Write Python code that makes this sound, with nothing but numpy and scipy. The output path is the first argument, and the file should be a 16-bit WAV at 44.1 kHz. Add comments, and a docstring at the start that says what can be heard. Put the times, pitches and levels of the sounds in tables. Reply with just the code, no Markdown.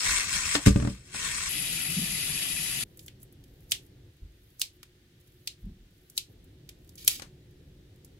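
"""At a steel kitchen sink, raw shrimp are being cleaned. Drops of tap water spatter in the basin, and a
shrimp lands with a thud that sets the steel ringing. The tap then hisses steadily on the heap and stops
abruptly. Over the kitchen's faint rumble, scissors crunch through legs and shells in runs of tiny
breaks, and each cut ends in a sharp snap as the blades clack together."""
import sys
import numpy as np
from scipy import signal
from scipy.io import wavfile

SR = 44100
rng = np.random.default_rng(int(sys.argv[2]) if len(sys.argv) > 2 else 0)


def store_pcm(level_fs):
    """Save levels as 16-bit WAV."""
    pcm = np.round(np.clip(level_fs, -1, 1) * 32767).astype(np.int16)
    wavfile.write(sys.argv[1], SR, np.atleast_2d(pcm).T)


N = 361179
TIME = np.arange(N) / SR
JET_START_S, JET_STOP_S = 1.49, 2.838
CUTOFF_HZ = 15750

# Scissor cuts. Each row: time in seconds, snap level in dB, its low edge, high edge and resonance in Hz,
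# relative levels of the handle knock, basin echo and squeezed shell in dB, how many seconds ahead of the
# snap the first crack comes, and that crack's level in dB.
SCISSOR_CUTS = [(3.081, -22.5, 1930, 2600, 3000, -28, 9.5, -54, .019, -22.5),
                (3.719, 3.5, 2150, 10100, 3280, -19.5, 0.5, -36.5, .008, -10.5),
                (4.6158, -3, 2400, 12000, 4220, -22, 5.5, -32.5, .0197, -12.5),
                (5.474, -8, 2530, 7000, 4100, -23.5, 5, -55, .014, -38.5),
                (6.1772, -4, 2600, 10500, 3780, -22, 5.5, -41, 0.0089, -20),
                (7.0774, 3, 2440, 14950, 11000, -15.5, 7.5, -33, .0303, -15)]


def amp(db):
    """Turn decibels into a factor to multiply by."""
    return 10 ** (np.asarray(db) / 20)


def rms_one(x):
    """Scale a sound so that its average strength (rms) is 1."""
    return x / np.sqrt(np.mean(x ** 2) + 1e-20)


def panned(db):
    """Left and right gains that make the left louder by db and keep the total power."""
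    return rms_one(amp(np.array([[db], [-db]]) / 2))


def at_hz(points, hz):
    """Read the value at hz off a curve given as rows of frequency and value."""
    freqs, values = np.transpose(points)
    return np.interp(np.log(hz), np.log(freqs), values)


def keep(x, hz, kind, order=2):
    """Keep the "low" part, the "high" part or a "band" of a sound."""
    sos = signal.butter(order, np.clip(hz, 10, .45 * SR), kind, fs=SR, output="sos")
    return signal.sosfilt(sos, x + 1e-18)


def drift(per_s):
    """A random wobble that heads for a new value per_s times a second."""
    knots = np.arange(0, N / SR + 1, 1 / per_s)
    return rms_one(np.interp(TIME, knots, rng.standard_normal(len(knots))))


def ring(x, hz, ring_s):
    """Let x set one pitch ringing; it fades by 60 dB in ring_s."""
    decay, angle = amp(-60 / (ring_s * SR)), 2 * np.pi * hz / SR
    return signal.lfilter([0, np.sin(angle)], [1, -2 * decay * np.cos(angle), decay * decay], x + 1e-18)


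def noisy_tone(shape, hz, width_hz):
    """Noise keeps a resonance ringing as a wavering tone."""
    return rms_one(ring(rng.standard_normal(shape), hz, np.log(1000) / (np.pi * width_hz)))


def add(track, start_s, sound):
    """Mix a sound into a track at a given time."""
    i = max(round(start_s * SR), 0)
    track[..., i:i + sound.shape[-1]] += sound[..., :N - i]


def between(start_s, stop_s):
    """1 between two times and 0 outside, with short fades."""
    return np.clip(np.minimum(TIME - start_s, stop_s - TIME) / .004 + .5, 0, 1)


def white():
    """Two unrelated pairs of white noise."""
    return rng.standard_normal((2, 2, N))


def coloured(pairs, spectrum, flicker_db, pan=None):
    """Shape two noise pairs into stereo: each narrow band gets its own level, flicker and place."""
    # Each row: frequency in Hz, how alike left and right are (1 is the same, 0 is unrelated).
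    likeness = [(130, 1), (290, .85), (450, 0), (700, 0), (1400, 0.038), (3000, 0)]
    # A sound in the middle. Each row: frequency in Hz, left minus right in dB.
    centred = [(100, 0), (1000, 0)]
    out, low, high = 0, spectrum[0][0], min(spectrum[-1][0], CUTOFF_HZ)
    edges = np.geomspace(low, high, round(4 * np.log2(high / low)) + 1)  # four bands an octave
    for k, band in enumerate(zip(edges, edges[1:])):
        hz = np.sqrt(band[0] * band[1])
        mid, side = keep(pairs[k % 2], band, "band")
        alike = np.clip(at_hz(likeness, hz), -1, 1)
        gain = amp(at_hz(spectrum, hz) + flicker_db * drift(per_s=40)) * panned(at_hz(pan or centred, hz))
        out = out + gain * (np.sqrt(1 + alike) * mid + np.sqrt(1 - alike) * side * [[1], [-1]])
    return rms_one(out)


def reflections(fade_s, rise_s):
    """Dense stereo echoes that build up, then fade by 60 dB in fade_s."""
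    t = TIME[:SR // 2]
    echoes = rng.standard_normal((2, len(t))) * amp(-60 * t / fade_s) * (1 - np.exp(-t / rise_s))
    return echoes / np.sqrt(np.sum(echoes ** 2, axis=1, keepdims=True))


def echo(x, response):
    """Pass a sound through stereo echoes."""
    return signal.fftconvolve(np.atleast_2d(x), response, axes=1)[:, :x.shape[-1]]


def kitchen():
    """A low rumble with a few room resonances, a faint wavering hum and a hiss."""
    # Tone of the rumble and of the hiss. Each row: frequency in Hz, relative level in dB.
    rumble_colour = [(22, -13), (49, -1), (86, -3), (135, -2), (229, -16), (344, -15), (450, -21),
                     (600, -34), (750, -28), (900, -42)]
    hiss_colour = [(600, -7), (750, -11.5), (1050, -13.5), (1400, -7), (1850, -3), (2400, -6), (3400, -2.5),
                   (5500, -9.5), (8200, -13.5), (15000, -14.5), (16000, -22)]
    # Room resonances. 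Each row: pitch in Hz, width in Hz, level against the rumble in dB.
    resonances = [(125, 26, -10.5), (300, 32, -13.5), (365, 110, -12.5), (510, 42, -22.5)]
    rumble = coloured(white(), rumble_colour, flicker_db=3)
    for hz, width_hz, level_db in resonances:
        rumble += amp(level_db) * noisy_tone(N, hz, width_hz)
    hum = rms_one(keep(rng.standard_normal(N), [351, 365], "band"))
    hiss = coloured(white(), hiss_colour, flicker_db=0.5)
    lull_db = -6.5 * between(4.11, 6.28)  # the rumble sinks for a while
    return amp(-55 + lull_db) * rumble + amp(-72) * hum + amp(-68.5) * hiss


def bumps():
    """Shrimp, basin and hands bump: a dull rumble swells and fades, then comes back faintly."""
    # Each row: start in seconds, level in dB, swell time in seconds, pitch in Hz.
    dull_bumps = [(0.549, -31, 0.011, 292), (1.961, -29, 0.025, 174.2), (4.216, -42, 0.027, 54),
                  (5.622, -40.5, 0.038, 48.3), (5.63, -45, 0.032, 194)]
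    out = np.zeros(N)
    for start_s, level_db, swell_s, hz in dull_bumps:
        t = TIME[:SR // 2] / swell_s
        swell = t * np.exp(1 - t)
        for delay_s, change_db in (0, 0), (0.16, -18.5):
            rumble = keep(rng.standard_normal(SR), [hz - 24, hz + 24], "band")[-len(t):] * swell
            rumble *= np.linalg.norm(swell) / np.linalg.norm(rumble)
            add(out, start_s + delay_s, amp(level_db + change_db) * rumble)
    return out


def drops(per_s, spread_db, wash_db, bubble_db):
    """Drops of uneven size smeared by the basin, small ringing bubbles and a wash of finer spray."""
    sizes = amp(spread_db * np.minimum(rng.exponential(1, (2, N)), 4)) * rng.choice([-1, 1], (2, N))
    impacts = sizes * (rng.random((2, N)) < per_s / SR)
    smeared = np.array([echo(train, reflections(fade_s=0.013, rise_s=0.00024)) for train in impacts])
    # about one drop in three traps a bubble, which rings for 35 cycles
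    pitches = np.geomspace(1150, 4800, num=16)
    choice = rng.integers(0, 3 * len(pitches), N)
    bubbles = sum(ring(impacts * (choice == k), hz, 35 / hz) for k, hz in enumerate(pitches))
    bubbles = rms_one(bubbles)[:, None] * [[1], [0]]  # only in the first of each pair
    water = rms_one(smeared) + amp(wash_db) * white() + amp(bubble_db) * bubbles
    walls = reflections(fade_s=0.043, rise_s=0.00072)
    return np.array([pair + amp(-8.5) * echo(pair, walls) for pair in water])


def spatter():
    """The stream breaks into drops on the steel and sets the basin drumming."""
    # Strength of the flow. Each row: time in seconds, relative level in dB.
    flow_curve = [(0.0, -34.5), (0.064, -29), (0.172, -30), (0.266, -36.5), (0.358, -30), (0.42, -35),
                  (0.56, -31), (0.6, -46.5), (0.654, -42.5), (0.662, -26.5), (0.736, -49), (0.898, -50),
                  (1.03, -64), (1.12, -54.5), (1.146, -40.5), (1.276, -33.5), (1.298, -36.5), (1.48, -36.5)]
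    # Tone of the spray and of the drumming. Each row: frequency in Hz, relative level in dB.
    spray_colour = [(300, -23), (420, -20), (650, -18), (1030, -10), (1600, -6.5), (2200, 0), (3400, -5),
                    (5500, -2.5), (6900, -3), (7900, 0.5), (9300, -9), (11500, -17), (14500, -24),
                    (16000, -30)]
    drum_colour = [(25, -3), (60, 1), (120, -10), (200, -7.5), (290, -20), (400, -35)]
    flow = amp(np.interp(TIME, *np.transpose(flow_curve))) * between(-1, JET_START_S)
    water = drops(per_s=900, spread_db=3, wash_db=-3.5, bubble_db=-10.5)
    spray = coloured(water, spray_colour, flicker_db=1.7,
                     pan=[(1300, 0.54), (4400, 2.3), (8100, 5.5), (15000, 0.43)])
    sizzle = keep(spray, [7550, 8300], "band", order=1)
    drum = coloured(white(), drum_colour, flicker_db=3.5)
    return flow * (amp(3.5) * (spray + sizzle) + amp(-14) * drum)


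def jet():
    """The tap's airy jet hisses and whistles, and drums softly through the heap of shrimp."""
    # Tone of the hiss and of the drumming. Each row: frequency in Hz, relative level in dB.
    hiss_colour = [(350, -14), (500, -16.5), (760, -13.5), (1050, -25.5), (1400, -15), (1950, -7.5),
                   (2600, -2), (4000, -4), (5600, -7.5), (8400, -7.5), (10900, -6), (12200, -11.5),
                   (13500, -26.5), (16000, -33)]
    drum_colour = [(25, -8.5), (100, -12), (160, 0), (215, -15), (290, -11), (400, -30.5)]
    # Where the jet is heard. Each row: frequency in Hz, left minus right in dB.
    pan = [(400, 2.5), (1300, 0), (2400, 4.5), (4400, -0.5), (8000, 6.5), (15000, 12)]
    # Whistles of the tap. Each row: pitch in Hz, width in Hz, level in dB.
    whistles = [(1954, 33, -52), (2566, 73, -49), (2970, 65, -47), (4830, 86, -51.5), (9650, 38, -48),
                (10550, 36, -50.5), (10870, 36, -39.5), (11190, 91, -37.5)]
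    water = drops(per_s=2500, spread_db=5, wash_db=4.5, bubble_db=-7.5)
    hiss = amp(-33) * coloured(water, hiss_colour, flicker_db=1.54, pan=pan)
    for hz, width_hz, level_db in whistles:
        hiss += amp(level_db) * noisy_tone((2, N), hz, width_hz) * panned(at_hz(pan, hz))
    drum = amp(-46) * coloured(white(), drum_colour, flicker_db=3.5)
    return (hiss + drum) * between(JET_START_S, JET_STOP_S)


def landings():
    """A soft body sets the basin floor ringing and slaps the film of water on it."""
    # Shrimp, gushes and offcuts landing. Each row: time in seconds, relative levels of the thud and
    # the wet slap in dB, the slap's high edge in Hz.
    falls = [(0.552, -37.5, -3.5, 3600), (0.6625, -17, -12, 9000), (0.67, -6.5, -13, 7000),
             (.681, -20.5, -16, 6080), (.759, -13.5, -17.5, 2770), (1.144, -46, -21, 2500),
             (7.196, -59, -28, 7000), (7.220, -57.5, -25, 6900)]
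    # The basin's tones. Each row: pitch in Hz, relative level in dB, ring time when empty in seconds.
    basin_tones = [(61.6, -4.5, .28), (117.3, -1.5, 0.15), (155, 1, 0.092), (191.2, -4, 0.25),
                   (208, -5, 0.24), (285.6, -6.5, 0.3), (291, -2, 0.09), (358, -8, .07), (440, -8, 0.13),
                   (572, -5, 0.11), (1145, -0.5, 0.074)]
    flops = [(.799 + k * .0248, -24, -19, 2010) for k in range(4)]  # the dropped shrimp settle
    heavy_db, ring_left = -20.5, 0.71  # the heap of shrimp shortens the ringing to this share
    thud, slap = np.zeros((2, N)), np.zeros((2, N))
    t = TIME[:SR // 2]
    for start_s, thud_db, slap_db, high_hz in falls + flops:
        # a heavier body stays in contact longer: twice as long every 12 dB, up to heavy_db
        contact_s = 0.0032 * 2 ** min((thud_db - heavy_db) / 12, 0)
        force = t / contact_s * np.exp(-5 * t / contact_s)
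        for hz, level_db, ring_s in basin_tones:
            detuned_hz = hz * rng.normal(1, 0.032)  # the sliding load shifts the pitch
            tone = amp(thud_db + level_db) * ring(force / force.sum(), detuned_hz, ring_left * ring_s)
            side = keep(tone, 330, "high") * [[1], [-1]]  # higher tones reach left and right out of step
            add(thud, start_s, (tone + side) * panned(at_hz([(110, 1), (300, 2.5)], hz)))
        spray = reflections(fade_s=0.027, rise_s=.0005)
        spray += amp(-5) * reflections(fade_s=0.18, rise_s=0.0018)
        add(slap, start_s, amp(slap_db) * keep(spray, high_hz, "low"))
    # the flesh wobbles and settles after each blow
    thud += amp(-4) * echo(thud.mean(axis=0), reflections(fade_s=0.15, rise_s=0.0048))[0]
    return keep(thud, 48, "high", order=3) + amp(16.5) * keep(slap, 370, "high") * panned(3.7)


def near_sink(x, basin_db, room_db):
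    """The scissors are heard on the right first; the basin echoes at once and the kitchen answers."""
    left = amp(-7) * np.pad(x, (8, 0))[:len(x)]  # 8 samples late
    basin = echo(x, reflections(fade_s=0.029, rise_s=0.00022)) * panned(0.87)
    room = keep(echo(x, reflections(fade_s=0.16, rise_s=0.0089)), 8300, "low", order=1)
    return np.array([left, x]) + amp(basin_db) * basin + amp(room_db) * room


def crack(level_db, low_hz):
    """One break of thin shell: a bright click with a faint body."""
    click = amp(level_db) * signal.unit_impulse(SR // 10)
    return keep(click, low_hz, "high", order=3) + amp(-20) * keep(click, low_hz / 8, "high")


def crunch(length_s, first_db, last_db, low_hz, breaks_per_s=2200):
    """A run of tiny breaks of uneven size; the level slides from its first value to its last."""
    t = TIME[:SR // 2]
    breaks = (rng.random(len(t)) < breaks_per_s / SR) * rng.choice([-1, 1], len(t))
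    sizes = amp(5 * rng.standard_normal(len(t)))
    pressure = amp(np.interp(t, [0, length_s], [first_db, last_db])) * (t < length_s)
    return amp(-2.5) * keep(rms_one(breaks * sizes) * pressure, low_hz, "high", order=4)


def shell():
    """The shell ticks, cracks and crumbles before each snap, with stray cracks and crunches between."""
    # Lone cracks and blade touches. Each row: time in seconds, relative level in dB, low edge in Hz.
    stray_cracks = [(2.973, -23.5, 8040), (2.993, -24.5, 2730), (3.23, -20.5, 8950), (3.325, -30, 9000),
                    (3.439, -36.5, 2500), (4.830, -25, 900), (6.099, -25, 5970), (6.691, -21.5, 2180),
                    (6.443, -34.5, 8000), (6.892, -29.5, 4000), (6.955, -26, 6050), (8.047, -26.5, 5880)]
    # The blades plough through shell. Each row: start and end in seconds, first and last level in dB.
    slow_crunches = [(2.99, 3.055, -55, -61), (3.199, 3.233, -61, -55), (6.974, 7.073, -46.5, -52.5),
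                     (7.096, 7.192, -32, -49.5)]
    grip_s, squeeze_s, finest_hz = .28, .032, 11000
    out = np.zeros(N)
    ticks_per_s = 5 * (TIME > JET_STOP_S)
    for snap_s, *_, squeeze_db, ahead_s, crack_db in SCISSOR_CUTS:
        # as the blades take hold, the shell ticks faster and crackles faintly
        ticks_per_s = ticks_per_s + 17 * between(snap_s - grip_s, snap_s)
        add(out, snap_s - grip_s, crunch(grip_s, -70.5, -63.5, finest_hz))
        add(out, snap_s - ahead_s, crack(crack_db, low_hz=7000))
        add(out, snap_s - squeeze_s, crunch(squeeze_s, squeeze_db - 30, squeeze_db, low_hz=4200))
        add(out, snap_s + .115, crunch(0.039, -64, -64, finest_hz))  # the blades rub as they part
    for start_s, level_db, low_hz in stray_cracks:
        add(out, start_s, crack(level_db, low_hz))
    for start_s, stop_s, first_db, last_db in slow_crunches:
        # fainter crunches are finer: the low edge rises an octave for every 4 dB below -52 dB
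        octaves = max((-52 - (first_db + last_db) / 2) / 4, 0)
        low_hz = min(2400 * 2 ** octaves, finest_hz)
        add(out, start_s, crunch(stop_s - start_s, first_db, last_db, low_hz))
    # wet shell ticks in clumps as it is handled
    ticks = rng.random(N) < ticks_per_s * amp(5 * drift(per_s=12)) / SR
    out += keep(ticks * amp(-42.5 + 4.4 * rng.standard_normal(N)), 9000, "high")
    # the blades lend the breaks a middle and a high resonance
    middle = keep(out, [2400, 4400], "band", order=1)
    high = keep(out, [11500, 15000], "band", order=1)
    out += amp(-5) * middle + amp(-3.5) * high
    return near_sink(keep(out, 9200, "low", order=1), basin_db=4.5, room_db=-3.5)


def snips():
    """The shell parts and the blades clack together: one hard click, coloured by the shell."""
    out = np.zeros((2, N))
    for snap_s, level_db, low_hz, high_hz, shell_hz, knock_db, echo_db, *_ in SCISSOR_CUTS:
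        click = keep(amp(level_db) * signal.unit_impulse(SR // 2), high_hz, "low", order=1)
        clack = keep(click, low_hz, "high", order=6)
        clack += amp(-1.5) * keep(clack, [shell_hz / 1.11, shell_hz * 1.17], "band", order=1)
        handle_knock = amp(knock_db) * keep(click, [150, 1900], "band")
        add(out, snap_s, near_sink(clack + handle_knock, basin_db=echo_db + 3, room_db=0.62 * echo_db - 3))
    return out


def scene():
    """Rinsing, then trimming, over the sound of the kitchen."""
    return spatter() + jet() + landings() + snips() + shell() + bumps() + kitchen()


def record(dry):
    """Clip any peak beyond full scale and remove the highest treble."""
    treble_cut = signal.ellip(10, .1, 80, CUTOFF_HZ, fs=SR, output="sos")
    return signal.sosfilt(treble_cut, np.clip(dry, -1, 1))


dry = scene()
out = record(dry)
store_pcm(out)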